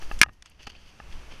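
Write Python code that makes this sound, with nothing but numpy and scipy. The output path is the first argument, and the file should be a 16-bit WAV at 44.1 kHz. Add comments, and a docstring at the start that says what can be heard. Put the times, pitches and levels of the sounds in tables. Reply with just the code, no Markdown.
"""Throughout, there is a soft forest hiss and low wind, made of shaped noise. Soles crunch dry needles and
twigs (clouds of tiny grains) before and after one very close, hard crack at 0.21 s: a knock on the camera rig,
built from rings, clatter and thumps. Needles tick and the body-worn camera's mount knocks softly (short rings);
most twig snaps (noise bursts) follow the crack. The crack overloads: the gain control turns everything down,
then slowly lets the air and wind back up."""
import sys
import numpy as np
from scipy import signal
from scipy.fft import rfft, irfft, next_fast_len
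from scipy.io import wavfile

SR = 44100
rng = np.random.default_rng(int(sys.argv[2]) if len(sys.argv) > 2 else 0)


def wrap_up_sound(samples):
    """Save the sound to the file named by the first command line argument, as 16-bit audio."""
    columns = np.atleast_2d(samples).T
    # keep every value between -1 and 1, then stretch to whole-number steps
    tamed = np.clip(columns, -1, 1)
    steps = np.round(tamed * 32767).astype(np.int16)
    wavfile.write(sys.argv[1], SR, steps)


N = 61739  # length in samples, 1.4 s

# Hiss of forest and movement: its spectrum (f/Hz, level/dB) and its loudness (t/s, level/dB)
AIR_SPECTRUM = [(70, -12.5), (140, -5.5), (450, -12), (1000, -12), (1900, -15.5), (2700, -14), (3900, -23),
                (6000, -21), (7300, -30.5), (11000, -34), (13300, -40.5), (14300, -60.5)]
AIR_LEVEL = [(0, -49.5), (.08, -50.5), (.2, -51), (.33, -55), (.42, -55.5), (.57, -55), (.75, -55),
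             (.98, -52.5), (1.14, -49.5), (1.4, -52.5)]
# Slow, very deep wind gusts pushing on the microphone: spectrum (f/Hz, level/dB), loudness (t/s, level/dB)
GUST_SPECTRUM = [(5, -5), (12, 1), (25, -9.5), (45, -18), (80, -33.5), (200, -71.5)]
GUST_LEVEL = [(0, -37.5), (.08, -31), (.2, -29.5), (.35, -41), (.5, -51.5), (.68, -42), (.98, -48),
              (1.14, -30.5), (1.24, -45), (1.4, -42)]
# Wind buffeting: spectrum (f/Hz, level/dB) and loudness (t/s, level/dB)
WIND_SPECTRUM = [(20, -8), (45, 1), (66, 1), (110, -10), (220, -15.5), (450, -29.5), (1500, -61)]
WIND_LEVEL = [(0, -50), (.1, -61), (.2, -47), (.28, -27.5), (.35, -44.5), (.45, -50.5), (.58, -46.5),
              (.68, -45.5), (.8, -50.5), (.98, -49.5), (1.15, -45), (1.24, -53), (1.4, -56.5)]

# Stray needles flicking the shoe: their rings (f/Hz, level/dB, t60/s) and loudness (t/s, level/dB)
TICK_MODES = [(2600, -1.5, .016), (3080, -3, .015), (4520, -5, 0.016)]
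TICK_LEVEL = [(0, -53), (.2, -55.5), (.42, -65.5), (.5, -51), (.58, -60), (.67, -37.5), (.73, -36),
              (.8, -49), (.95, -50), (1.4, -53)]
TICKS_PER_S = 81  # average, for each ring pitch

# Soles crunching the litter (t of the peak/s, rise/s, t60/s, level/dB, tilt/dB per octave)
CRUNCHES = [(.024, 0.0096, 0.17, -46.5, 3.5), (.124, 0.0053, 0.047, -47.5, 9),
            (0.159, 0.088, 0.24, -56.5, 8), (0.334, 0.013, .2, -54, 9), (0.464, 0.0088, 0.11, -39.5, -1),
            (0.511, 0.019, .3, -49.5, -1.5), (.604, .012, 0.1, -40.5, -3.5), (.633, .018, 0.1, -39.5, 0.5),
            (.6705, 0.0017, 0.049, -27, -2.3), (.703, 0.0085, 0.034, -38, -1),
            (.726, .008, 0.35, -44.5, -3.5), (.86, .09, 0.74, -52, 1.5), (1.147, 0.049, 0.23, -52.5, 0),
            (1.33, .03, 0.26, -49, -4)]
# Spectrum of the breaking litter (f/Hz, level/dB)
LITTER_SPECTRUM = [(100, -13), (600, -12), (1100, -11), (2200, -5.5), (2750, 0.5), (3150, 1), (3900, -13.5),
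                   (4700, -2.5), (5400, -11), (6200, -8), (7300, -21), (11000, -25), (13200, -29.5),
                   (14500, -47.5)]
GRAINS_PER_S, GRAIN_SPREAD_DB = 9100, 4
CLUMP_DB, CLUMP_S = 2.5, 0.006  # needles break in small clumps under the sole

# Soft knocks of the mount (t/s, level/dB, dull above f/Hz, rattle level/dB)
KNOCKS = [(0.0238, -36, 1950, -25), (.1140, -26, 3400, -17), (0.262, -22, 1500, -5.5),
          (0.286, -29.5, 1900, -8), (0.2926, -28.5, 2110, -3), (0.6693, -24.5, 940, -14),
          (.6731, -18.5, 750, -9), (1.0013, -27.5, 1796, -41)]
# What the mount rings with (f/Hz, level/dB, t60/s)
MOUNT_MODES = [(190, -10.5, 0.013), (357, -21.5, 0.016), (720, -18.5, .022), (830, -6.5, .03),
               (1244, -3, .024), (1706, 0.5, 0.015), (2657, -2, .026)]
RATTLE_T60_S, MOUNT_TOP_HZ = 0.018, 3110

# Twigs snapping (t/s, level/dB, t60/s, tilt/dB per octave)
SNAPS = [(0.19, -39.5, 0.054, 4.5), (0.4239, -26, .014, -1), (0.4589, -30, 0.02, -1.5),
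         (.498, -40.5, .018, 20)]
# Spectrum of a snapping twig (f/Hz, level/dB)
TWIG_SPECTRUM = [(100, -21), (600, -11), (1500, -3.5), (2800, 1.5), (4500, -5), (5700, -3), (7700, -7.5),
                 (12000, -21.5), (14000, -35)]

# Contacts of the close crack (t/s, ring level/dB, clatter level/dB, thump level/dB,
# favoured pitch f/Hz, share of the full ring length, rise/s)
CRACKS = [(0.2144, 11.5, 6.5, 5, 2300, 0.99, .0014), (0.2215, 2, -16.5, -27, 2000, 0.63, 0.00029),
          (0.2291, -8.5, 0.5, -18.5, 3070, 0.25, .0002), (0.2323, 15.5, 5.5, -12, 1697, .36, .0006)]
# What the crack rings with (f/Hz, level/dB, full t60/s)
CRACK_MODES = [(760, -20, .03), (1002, -8.5, 0.055), (1246, -13.5, .095), (1675, -2.5, .036),
               (1858.6, -49.5, 0.4), (2130, -1, 0.022), (2442, -5.5, .034), (2836, -12.5, 0.049),
               (3356, -11, 0.036), (4330, -7.5, .024), (5460, -6.5, .018), (5790, -10.5, 0.055),
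               (6480, -11, .02)]
# Clatter: the bright noise burst of a hard knock on the camera rig (f/Hz, level/dB)
CLATTER_SPECTRUM = [(100, -21), (550, -24), (1100, -6), (2400, 4), (4000, 1), (6000, 4.5), (7000, -8),
                    (9800, -6.5), (11000, -20), (15000, -26)]
CLATTER_FULL_T60_S = 0.029  # each contact uses its own share of this
FAVOUR_OCTAVES = 0.55  # this far from the favoured pitch, a ring has half its strength
# The thump is a dull push, well below the ring
THUMP_HZ, THUMP_T60_S, THUMP_TOP_HZ = 227, 0.0088, 365

# Gain control: threshold, loudness averaging time, gain smoothing time, recovery speed
LIMIT_DB, SENSE_S, DUCK_S, RECOVER_DB_PER_S = -8.5, 0.0018, 0.00055, 13
CUTOFF_HZ = 15050  # top of the final sound


def amp(db):
    """Turns decibels into a gain."""
    return 10 ** (np.asarray(db) / 20)


def unit(x):
    """Scales a sound to rms 1."""
    return x / np.sqrt(np.mean(x ** 2) + 1e-20)


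def level(points):
    """Turns a (t/s, level/dB) curve into a gain for every sample."""
    return amp(np.interp(np.arange(N) / SR, *np.transpose(points)))


def clock(seconds):
    """Gives the sample times of a short sound."""
    return np.arange(int(seconds * SR)) / SR


def add(mix, start, sound):
    """Mixes a sound in at a time in seconds."""
    part = mix[max(round(start * SR), 0):][:len(sound)]
    part += sound[:len(part)]


def decay(t, t60):
    """Dies away by 60 dB in t60 seconds."""
    return np.exp(-np.log(1000) * t / max(t60, 1e-4))


def ring(t, hz, t60):
    """Rings at one pitch and dies away, like one mode of a struck object."""
    return decay(t, t60) * np.sin(2 * np.pi * hz * t)


def smooth(x, seconds):
    """Follows x with a one-pole lag."""
    keep = np.exp(-1 / (seconds * SR))
    return signal.lfilter([1 - keep], [1, -keep], x)


def lowpass(x, hz):
    """Takes the treble off."""
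    return signal.lfilter(*signal.butter(2, min(hz, SR / 4), fs=SR), x)


def colour(x, points, tilt_db=0):
    """Filters x by a (f/Hz, level/dB) curve, tilted per octave, and scales it to rms 1."""
    size = next_fast_len(len(x))
    hz, db = np.transpose(points)
    octave = np.log2(np.maximum(np.fft.rfftfreq(size, 1 / SR), hz[0]))
    gain_db = np.interp(octave, np.log2(hz), db) + tilt_db * octave
    return unit(irfft(rfft(x, size) * amp(gain_db), size)[:len(x)])


def noise(size, points, tilt_db=0):
    """Makes noise with a given spectrum."""
    return colour(rng.standard_normal(size), points, tilt_db)


def air():
    """A soft hiss of forest and movement, and wind pushing and buffeting the microphone: shaped noise."""
    hiss = level(AIR_LEVEL) * noise(N, AIR_SPECTRUM)
    gusts = level(GUST_LEVEL) * noise(N, GUST_SPECTRUM)
    buffeting = level(WIND_LEVEL) * noise(N, WIND_SPECTRUM)
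    return hiss + gusts + buffeting


def needles():
    """Stray needles tick at random, each with one short pitched ring."""
    out, t = np.zeros(N), clock(0.04)
    for hz, db, t60 in TICK_MODES:
        flicks = rng.standard_normal(N) * (rng.random(N) < TICKS_PER_S / SR)
        out += amp(db) * signal.oaconvolve(flicks, ring(t, hz, t60))[:N]
    return level(TICK_LEVEL) * out


def soles():
    """Clouds of tiny needle fractures swell in clumps under the shoe and die away."""
    out, t = np.zeros(N), clock(0.5)
    for peak, rise, t60, db, tilt_db in CRUNCHES:
        # Many small fractures, a few much bigger
        sizes = amp(GRAIN_SPREAD_DB * np.minimum(rng.exponential(1, len(t)), 4))
        signs = rng.choice([-1, 1], len(t))
        grains = sizes * signs * (rng.random(len(t)) < GRAINS_PER_S / SR)
        clumps = amp(CLUMP_DB * unit(smooth(rng.standard_normal(len(t)), CLUMP_S)))
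        lead = min(2 * rise, peak)  # the crunch starts this long before its peak
        swell = np.exp(-(np.minimum(t - lead, 0) / rise) ** 2)
        press = swell * decay(np.maximum(t - lead, 0), t60)
        add(out, peak - lead, amp(db) * press * colour(grains * clumps, LITTER_SPECTRUM, tilt_db))
    return out


def mount():
    """Jolts ring the mount and rattle it; duller ones reach mainly its low modes."""
    out, t = np.zeros(N), clock(0.08)
    for start, knock_db, dull_hz, rattle_db in KNOCKS:
        modes = np.zeros(len(t))
        for hz, db, t60 in MOUNT_MODES:
            dulling = np.hypot(1, (hz / dull_hz) ** 2)
            modes += amp(db) / dulling * ring(t, hz, t60)
        rattle = unit(lowpass(rng.standard_normal(len(t)), dull_hz)) * decay(t, RATTLE_T60_S)
        add(out, start, amp(knock_db) * (modes + amp(rattle_db) * rattle))
    return lowpass(out, MOUNT_TOP_HZ)


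def twigs():
    """Breaking fibres give short bursts of noise, each dying away at its own speed."""
    out, t = np.zeros(N), clock(0.08)
    for start, db, t60, tilt_db in SNAPS:
        add(out, start, amp(db) * noise(len(t), TWIG_SPECTRUM, tilt_db) * decay(t, t60))
    return signal.sosfilt(signal.butter(8, 12500, fs=SR, output="sos"), out)


def crack():
    """Each contact on the rig gives a bright clatter, a thump and a ring favouring modes near one pitch."""
    out, t = np.zeros(N), clock(0.4)
    for start, ring_db, clatter_db, thump_db, favoured_hz, length, rise in CRACKS:
        modes = np.zeros(len(t))
        for k, (hz, db, t60) in enumerate(CRACK_MODES):
            octaves_away = np.log2(hz / favoured_hz)
            favour = 1 / (1 + (octaves_away / FAVOUR_OCTAVES) ** 2)
            modes += (-1) ** k * amp(db) * favour * ring(t, hz, t60 * length)  # signs alternate
        clatter = noise(len(t), CLATTER_SPECTRUM) * decay(t, CLATTER_FULL_T60_S * length)
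        thump = lowpass(ring(t, THUMP_HZ, THUMP_T60_S), THUMP_TOP_HZ)
        contact = amp(ring_db) * modes + amp(clatter_db) * clatter + amp(thump_db) * thump
        add(out, start, contact * np.minimum(t / rise, 1))
    return out


def scene():
    """Adds up all sources, close and dry, in mono."""
    return (crack() + mount() + twigs() + soles() + needles() + air())[None]


def record(dry):
    """Gain control ducks fast and recovers slowly; what gets past it clips; then the top is cut off."""
    power_db = 10 * np.log10(smooth(dry[0] ** 2, SENSE_S) + 1e-12)
    recovery = RECOVER_DB_PER_S * np.arange(N) / SR
    # Remember the loudest moment so far, sinking steadily at the recovery speed
    held_db = np.maximum.accumulate(power_db + recovery) - recovery
    duck_db = np.maximum(held_db - LIMIT_DB, 0)
    ducked = dry * amp(-smooth(duck_db, DUCK_S))
    clipped = ducked / (1 + ducked ** 6) ** (1 / 6)  # bends peaks over towards full scale
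    band_limit = signal.firwin(255, CUTOFF_HZ, window=("kaiser", 8), fs=SR)
    return signal.oaconvolve(clipped, band_limit[None], "same")


dry = scene()
out = record(dry)
wrap_up_sound(out)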